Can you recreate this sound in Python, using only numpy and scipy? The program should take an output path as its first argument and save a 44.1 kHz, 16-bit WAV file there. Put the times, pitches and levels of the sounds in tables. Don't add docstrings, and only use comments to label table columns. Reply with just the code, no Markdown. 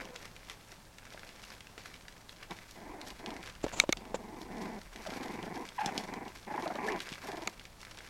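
import sys
import numpy as np
from scipy import signal
from scipy.fft import rfft, irfft
from scipy.io import wavfile
from scipy.ndimage import uniform_filter1d

SR = 44100
rng = np.random.default_rng(int(sys.argv[2]) if len(sys.argv) > 2 else 0)


def store_wav(level_fs):
    pcm = np.round(np.clip(np.atleast_2d(level_fs), -1, 1) * 32767)
    wavfile.write(sys.argv[1], SR, pcm.T.astype(np.int16))


N = 356769
TIME = np.arange(N) / SR


def from_db(db):
    return 10 ** (np.asarray(db) / 20)


def rms_one(x):
    return x / np.sqrt(np.mean(x ** 2) + 1e-20)


def even(x, span_s=.012):
    span = int(span_s * SR)
    power = uniform_filter1d(uniform_filter1d(x ** 2, span), span)
    return x / np.sqrt(np.abs(power) + 1e-12)


def in_time(rows):
    times_s, *columns = np.transpose(rows)
    return [np.interp(TIME, times_s, column) for column in columns]


def drift(rate_hz):
    return rms_one(np.interp(TIME * rate_hz, np.arange(N), rng.standard_normal(N)))


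def gate(start_s, end_s, edge_s):
    inside_s = np.minimum(TIME - start_s, end_s - TIME)
    return np.sin(np.pi / 2 * np.clip(inside_s / edge_s + .5, 0, 1)) ** 2


def add(out, start_s, sound):
    i = max(round(start_s * SR), 0)
    out[i:i + len(sound)] += sound[:N - i]


def band(x, low_hz, high_hz, order=2):
    edges_hz = np.clip([low_hz, high_hz], 10, SR / 2 - 100)
    return signal.sosfilt(signal.butter(order, edges_hz, "band", fs=SR, output="sos"), x + 1e-18)


def resonate(x, hz, width_hz):
    turn = np.exp(2j * np.pi * np.cumsum(hz) / SR)
    pole = np.exp(-np.pi * width_hz / SR)
    return (turn * signal.lfilter([1], [1, -pole], x / turn)).real


def colour(x, spectrum):
    hz, db = np.transpose(spectrum)
    bins_hz = np.linspace(1, SR / 2, 4097)
    magnitude = rms_one(from_db(np.interp(np.log(bins_hz), np.log(hz), db)))
    cepstrum = irfft(np.log(magnitude))
    cepstrum[1:len(bins_hz) - 1] *= 2
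    cepstrum[len(bins_hz):] = 0
    return signal.oaconvolve(x, irfft(np.exp(rfft(cepstrum))))[:N]


def note(pitch_hz, second_db, fall_db):
    phase = 2 * np.pi * np.cumsum(pitch_hz) / SR
    overtones = sum(from_db(second_db + fall_db * k) * np.sin((k + 2) * phase) for k in range(3))
    return np.sqrt(2) * (np.sin(phase) + overtones)


def growl(slack_hz=175, mouth_hz=780, snarl_hz=1950, roughness=.52, leap_octaves_per_db=.19,
          release_s=.012, lead_rad=.091):
    # (start [s], peak [s], end [s], level [dB], swell [dB], pitch at peak [Hz],
    # mouth [dB re chest], snarl [dB re chest], flutter [Hz], gap depth [dB])
    bouts = [(0, 0.015, 0.13, -49.5, 5, 241.3, -4.5, -17.5, 24.3, 12.5),
             (2.497, 2.514, 2.54, -42, 12, 225, -1, -11, 24.1, 5.5),
             (2.755, 2.909, 3.14, -48, 7, 280.2, -1.5, -9.5, 23.5, 6),
             (3.191, 3.285, 3.43, -41.5, 12.5, 279.3, -4, -11.5, 24.95, 8),
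             (3.96, 4.424, 4.5, -46, 5, 239.8, -4.5, -14.5, 22.67, 10),
             (4.49, 4.622, 4.8, -41, 6, 205, -5.5, -12.5, 25.98, 2),
             (4.95, 5.004, 5.03, -48.5, 3, 200.1, -5, -13, 25.01, 8),
             (5.084, 5.217, 5.56, -40.5, 2.5, 230, -4.5, -9.5, 22.93, 14),
             (5.551, 5.572, 5.66, -39.5, 8, 265.3, -3.5, -13.5, 21.95, 5),
             (5.825, 5.965, 6.065, -41.5, 8, 239.5, -1, -7.5, 24.37, 9),
             (6.065, 6.134, 6.31, -41, 7, 235.2, -2, -8.5, 22.39, 15),
             (6.469, 6.599, 6.8, -40, 6, 280.3, -1, -7.5, 25.3, 15),
             (6.779, 6.914, 6.99, -41, 4, 250, 2, -4, 26.56, 4),
             (7.238, 7.295, 7.5, -42, 6, 309.3, -1, -9, 22.04, 15)]
    chest_gain, mouth_gain, snarl_gain, lift, pinch_db, sway, rough = np.zeros((7, N))
    wander_cycles = .0401 * drift(12)
    for start_s, peak_s, end_s, db, swell_db, peak_hz, mouth_db, snarl_db, flutter_hz, gap_db in bouts:
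        envelope = gate(start_s, end_s, edge_s=.00992) * np.clip((end_s - TIME) / release_s, 0, 1)
        i = np.flatnonzero(envelope)
        envelope, t = envelope[i], TIME[i]
        effort = np.interp(t, [start_s, peak_s, end_s], [0, 1, 0])
        lift[i] = np.log(peak_hz / slack_hz) * np.sqrt(np.sin(np.pi / 2 * effort))
        ease_db = swell_db * (1 - effort)
        throb_rad = 2 * np.pi * (flutter_hz * (t - peak_s) + wander_cycles[i])
        pinch_db[i] = gap_db * np.sin(throb_rad / 2) ** 4
        chest_gain[i] += envelope * from_db(db - ease_db - pinch_db[i])
        mouth_pinch_db = .67 * gap_db * np.sin((throb_rad + lead_rad) / 2) ** 4
        opening = envelope * from_db(db - .65 * ease_db - mouth_pinch_db)
        mouth_gain[i] += opening * from_db(mouth_db)
        snarl_gain[i] += opening * from_db(snarl_db)
        sway[i], rough[i] = -np.sin(throb_rad), roughness
    jitter = .25 * rough * (drift(260) + drift(50))
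    pitch_hz = slack_hz * np.exp(lift + jitter) * 2 ** (leap_octaves_per_db * pinch_db)
    cycles = np.cumsum(pitch_hz) / SR
    closures = np.diff(np.floor(cycles), prepend=0) * np.sqrt(SR / pitch_hz)
    strength = from_db(6 * rough * drift(400))
    breath = .32 * rough * rng.standard_normal(N) * np.exp(-2 * (cycles % 1))
    source = closures * strength + breath
    airflow = .27 * strength * np.cos(2 * np.pi * cycles)
    chest = even(even(band(source, 125, 460, order=3)) + airflow)
    vowel = np.exp(.24 * sway + .28 * drift(70))
    mouth = even(resonate(band(source, 510, 1070, order=5), mouth_hz * vowel, width_hz=480))
    snarl = even(resonate(band(source, 1300, 2350, order=4), snarl_hz * np.sqrt(vowel), width_hz=650))
    return mouth_gain * mouth + snarl_gain * snarl - chest_gain * chest


def squeaks(waver=.055, shake_db=4, rasp_db=-9):
    # (start [s], length [s], mid pitch [Hz], glide [octaves], level [dB])
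    notes = [(0, .2, 500, -0.17, -56), (5.062, 0.023, 620, -0.28, -44), (6.499, 0.018, 848, 0.19, -40.5),
             (6.538, 0.014, 867, 0.022, -34.5), (6.576, 0.016, 863, -0.0088, -37),
             (6.658, 0.016, 674, 0.31, -36.5), (6.7, 0.017, 706, 0.14, -38.5),
             (6.753, .018, 631.5, -0.031, -36), (6.877, 0.031, 1950, 0.44, -39)]
    out = np.zeros(N)
    wobble = 1 + waver * drift(700)
    shake = from_db(shake_db * drift(300))
    for start_s, length_s, hz, glide_octaves, db in notes:
        position = np.linspace(-.5, .5, int(length_s * SR))
        pitch_hz = hz * 2 ** (glide_octaves * position) * wobble[int(start_s * SR):][:len(position)]
        arch = np.sqrt(1 - (2 * position) ** 2)
        add(out, start_s, from_db(db) * note(pitch_hz, second_db=-11, fall_db=-11) * arch)
    rasp = from_db(rasp_db) * rms_one(band(rng.standard_normal(N), 160, 880))
    return band(out * (shake + rasp), 450, 2250)


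def paw_strokes(treble_share):
    # (middle [s], length [s], level [dB], treble [dB re body])
    strokes = [(0, .17, -47.5, -3), (.223, .15, -50.5, -3), (0.495, .06, -50, -3), (0.711, .05, -49.5, 2),
               (1.23, 0.26, -50, -1.5), (1.5, 0.18, -51, 3), (1.86, 0.16, -51, 0), (2.3, 0.066, -54.5, 7),
               (2.437, 0.032, -46, -3), (2.546, 0.17, -51.5, -1), (2.715, 0.084, -54.5, 10),
               (3.09, 0.066, -50, 8), (3.468, 0.094, -47.5, -3), (3.69, 0.067, -46, -5),
               (4.425, 0.057, -49.5, 6), (4.642, .13, -49.5, 3), (5.15, 0.35, -47.5, -1),
               (5.91, 0.38, -49, 2), (6.37, 0.092, -52.5, 2), (6.628, .08, -48, 2), (6.872, .07, -43.5, 4),
               (7.817, 0.058, -50.5, 7)]
    power = 0
    for middle_s, length_s, db, treble_db in strokes:
        swell = np.exp(-(2 * (TIME - middle_s) / length_s) ** 2)
        power += (from_db(db + treble_share * treble_db) * swell) ** 2
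    return np.sqrt(power)


def rustle(cracks_per_s=330, clump_db=5.2, ring_s=.0016, split_hz=3200, gain_db=-6):
    # (time [s], level [dB])
    shuffle_curve = [(.82, -56.5), (.93, -67), (1.05, -57), (2.7, -59.5), (3.4, -55.5), (4.2, -63.5),
                     (5.5, -52), (6.2, -60), (7.05, -48), (7.42, -50), (7.74, -61), (7.95, -53)]
    # (frequency [Hz], relative density [dB])
    paper_spectrum = [(100, 1), (450, 4.5), (1400, 0.5), (2200, 1), (3200, -6.5), (4800, -4), (7500, -12),
                      (9500, -16.5), (12000, -13), (16000, -44)]
    shuffle = from_db(in_time(shuffle_curve)[0])
    patches_hz = np.geomspace(1700, 9000, 6)
    clumps = from_db(clump_db * np.clip(drift(70), -2, 2))
    onsets = rng.random(N) < cracks_per_s * clumps / SR
    clicks = onsets * from_db(5 * np.minimum(rng.exponential(1, N), 3))
    patch = rng.integers(0, len(patches_hz), N)
    cracks, t = np.zeros(N), TIME[:SR // 50]
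    for k, hz in enumerate(patches_hz):
        ring = band(rng.standard_normal(len(t)) * np.exp(-t / ring_s), hz / 2, hz * np.sqrt(2), order=1)
        cracks += signal.oaconvolve(clicks * (patch == k), ring)[:N]
    hiss = rms_one(rng.standard_normal(N) * np.sqrt(clumps))
    texture = rms_one(cracks) + hiss
    paper = 0
    for kind, treble_share in ("lowpass", -.5), ("highpass", .5):
        sheet = texture * np.hypot(shuffle, paw_strokes(treble_share))
        paper += signal.sosfilt(signal.butter(3, split_hz, kind, fs=SR, output="sos"), sheet)
    return from_db(gain_db) * colour(paper, paper_spectrum)


def background(air_db=-58, hum_db=-67.5, hum_hz=103.5):
    # (frequency [Hz], relative density [dB])
    air_spectrum = [(30, -1.5), (118, -7), (174, -3), (374, -11.5), (900, -11), (2200, -20.5),
                    (3500, -20.5), (8000, -24), (12000, -29), (16000, -32.5)]
    # (time [s], level [dB])
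    rumble_curve = [ (2.6, -63.5), (3.6, -54), (6.4, -63.5)]
    air = from_db(air_db) * colour(rng.standard_normal(N), air_spectrum)
    hum_rms = from_db(hum_db + 2 * drift(6.3))
    hum_rad = 2 * np.pi * np.cumsum(hum_hz + .82 * drift(4.9)) / SR
    rumble = from_db(in_time(rumble_curve)[0]) * rms_one(band(rng.standard_normal(N), 22, 46))
    return air + hum_rms * np.sqrt(2) * np.sin(hum_rad) + rumble


def crinkles(crack_s=.0018, settle_s=.0073, settle_db=-14, broad_db=-2, gain_db=.5):
    # (time [s], level [dB])
    creases = [(.053, -37.5), (.16, -32.5), (.254, -39), (.364, -37.5), (.498, -30), (.984, -40),
               (1.053, -39.5), (1.137, -37), (1.194, -38.5), (1.291, -35.5), (1.439, -36.5), (1.503, -36.5),
               (1.606, -36.5), (1.67, -38), (1.779, -34), (1.858, -35.5), (1.941, -36), (2.082, -35.5),
               (2.293, -35.5), (2.509, -33), (2.588, -38), (3.014, -31.5), (3.104, -35), (3.261, -25.5),
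               (3.305, -33), (3.365, -33.5), (3.429, -36.5), (3.498, -35), (3.552, -40), (3.971, -33),
               (4.053, -38.5), (4.815, -38.5), (4.96, -33), (5.07, -33), (5.428, -32.5), (5.653, -31.5),
               (5.689, -33.5), (5.86, -21.5), (5.978, -21.5), (6.138, -36), (6.28, -38), (6.677, -32),
               (6.755, -35), (6.921, -30.5), (7.003, -27.5), (7.059, -37), (7.089, -34), (7.127, -29),
               (7.137, -32), (7.317, -33), (7.596, -36), (7.653, -35.5), (7.83, -36.5), (7.85, -37),
               (7.912, -37), (7.973, -37.5), (7.987, -37)]
    out, t = np.zeros(N), TIME[:SR // 16]
    decay = np.exp(-t / crack_s) + from_db(settle_db) * np.exp(-t / settle_s)
    for start_s, db in creases:
        hz = 2250 * 2 ** (.04 * (db + 35) + .29 * rng.standard_normal())
        burst = rng.standard_normal(len(t)) * decay
        crack = band(burst, hz / np.sqrt(2), hz * np.sqrt(2))
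        crack += from_db(broad_db) * band(burst, 1200, 5230)
        add(out, start_s, from_db(db + gain_db) * crack / np.abs(crack).max())
    return out


def bumps(t60_s=.022, overtone_ratio=1.59, overtone_db=-7, scuff_db=-11, scuff_s=.0054):
    # (time [s], level [dB], pitch [Hz])
    blows = [(1.146, -39, 620), (1.778, -39, 420), (3.6413, -18.5, 368), (3.6485, -25.5, 437),
             (3.665, -26, 564), (3.838, -24, 596), (3.892, -16, 337.3), (4.144, -20, 544),
             (5.862, -24, 188), (5.978, -27.5, 247), (7.119, -30.5, 149)]
    out, t = np.zeros(N), TIME[:SR // 20]
    decay = from_db(-60 * t / t60_s)
    for start_s, db, hz in blows:
        phase = 2 * np.pi * hz * t
        thud = (np.sin(phase) + from_db(overtone_db) * np.sin(overtone_ratio * phase)) * decay
        scuff = from_db(scuff_db) * rng.standard_normal(len(t)) * np.exp(-t / scuff_s)
        add(out, start_s, from_db(db) * (thud + scuff))
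    return band(out, 144, 3710)


def brushes():
    # (start [s], length [s], level [dB])
    sweeps = [(3.628, 0.024, -42.5), (3.721, 0.033, -40.5), (3.749, 0.093, -39.5), (4.142, 0.023, -40.5)]
    # (frequency [Hz], relative density [dB])
    fur_spectrum = [(1000, 9), (1700, -3), (2400, 2), (5500, -5.5), (7300, 5.5), (8800, -15), (10800, -19),
                    (16000, -30)]
    envelope = sum(from_db(db) * np.sin(np.pi * np.clip((TIME - start_s) / length_s, 0, 1))
                   for start_s, length_s, db in sweeps)
    return envelope * colour(rng.standard_normal(N), fur_spectrum)


def snaps(rise_s=.00082, grit_db=-14, grit_s=.0011):
    # (time [s], level [dB], tilt [dB/octave], pitch [ratio])
    contacts = [(3.7997, -4, -0.5, 1.006), (3.9250, -17.5, 3, 1.1), (3.9263, -12.5, 0.5, 0.96),
                (3.929, -21, -11, 0.99), (7.474, -21.5, 3.5, 1.085), (7.475, -21.5, -10, 0.97)]
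    # (frequency [Hz], level [dB], t60 [s])
    modes = [(670, -13, 0.0046), (1287, -12.5, 0.015), (2274, 2.5, 0.012), (2520, -9, 0.014),
             (3730, -3.5, .013), (4040, 2, 0.0078), (6190, 6.5, 0.0045), (6720, -9, 0.0094)]
    out, t = np.zeros(N), TIME[:SR // 30]
    hz, mode_db, t60_s = np.array(modes).T[:, :, None]
    for start_s, db, tilt_db_per_octave, ratio in contacts:
        decays = from_db(mode_db + tilt_db_per_octave * np.log2(hz / 2000) - 60 * t / t60_s)
        partials = decays * np.sin(2 * np.pi * ratio * hz * t)
        ring = partials.sum(axis=0) * (1 - np.exp(-t / rise_s))
        grit = from_db(grit_db) * rng.standard_normal(len(t)) * np.exp(-t / grit_s)
        add(out, start_s, from_db(db) * (ring / np.abs(ring).max() + grit))
    return band(out, 210, 12000)


def yelp(waver=.0354, shake_db=1.5, rasp_db=-13, hoarsening_db=7):
    # (time [s], pitch [Hz], level [dB])
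    contour = [(5.781, 1015, -38.5), (5.793, 793, -31), (5.804, 900, -41), (5.809, 827, -37),
               (5.818, 906, -30), (5.832, 745, -49), (5.847, 845, -35.5), (5.865, 780, -45),
               (5.875, 852, -41), (5.89, 792.6, -39.5), (5.902, 743.5, -44)]
    start_s, end_s = contour[0][0], contour[-1][0]
    pitch_hz, db = in_time(contour)
    hoarse = from_db(np.interp(TIME, [start_s, end_s], [0, hoarsening_db]))
    tone = note(pitch_hz * (1 + waver * hoarse * drift(600)), second_db=-11, fall_db=-6)
    pulsed_noise = rng.standard_normal(N) * np.maximum(tone, 0)
    rasp = from_db(rasp_db) * hoarse * rms_one(band(pulsed_noise, 720, 2900))
    voice = (tone + rasp) * from_db(db + shake_db * drift(400))
    return band(voice * gate(start_s, end_s, edge_s=.0045), 420, 2900)


def whine(waver=.03):
    # (time [s], pitch [Hz], level [dB])
    contour = [(6.838, 385, -38), (6.866, 455, -41), (6.885, 400, -40), (6.905, 455, -41),
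               (6.932, 375, -38), (6.962, 320, -46)]
    pitch_hz, db = in_time(contour)
    tone = note(pitch_hz * (1 + waver * drift(250)), second_db=-7, fall_db=-11)
    return tone * from_db(db) * gate(contour[0][0], contour[-1][0], edge_s=.008)


def box_echo(x, wet_db=-12, t60_s=.2, delay_s=.003):
    t = TIME[:SR // 2]
    tail = rng.standard_normal(len(t)) * (t > delay_s) * from_db(-60 * t / t60_s)
    echoes = band(tail, 96, 14300, order=1)
    return from_db(wet_db) * signal.oaconvolve(x, echoes / np.linalg.norm(echoes))[:N]


def scene():
    in_box = growl() + squeaks() + whine() + yelp() + rustle() + crinkles()
    return (in_box + box_echo(in_box) + snaps() + bumps() + brushes() + background())[None]


def record(dry):
    cutoff_hz = 16100
    return signal.sosfilt(signal.ellip(10, .1, 70, cutoff_hz, fs=SR, output="sos"), dry)


dry = scene()
out = record(dry)
store_wav(out)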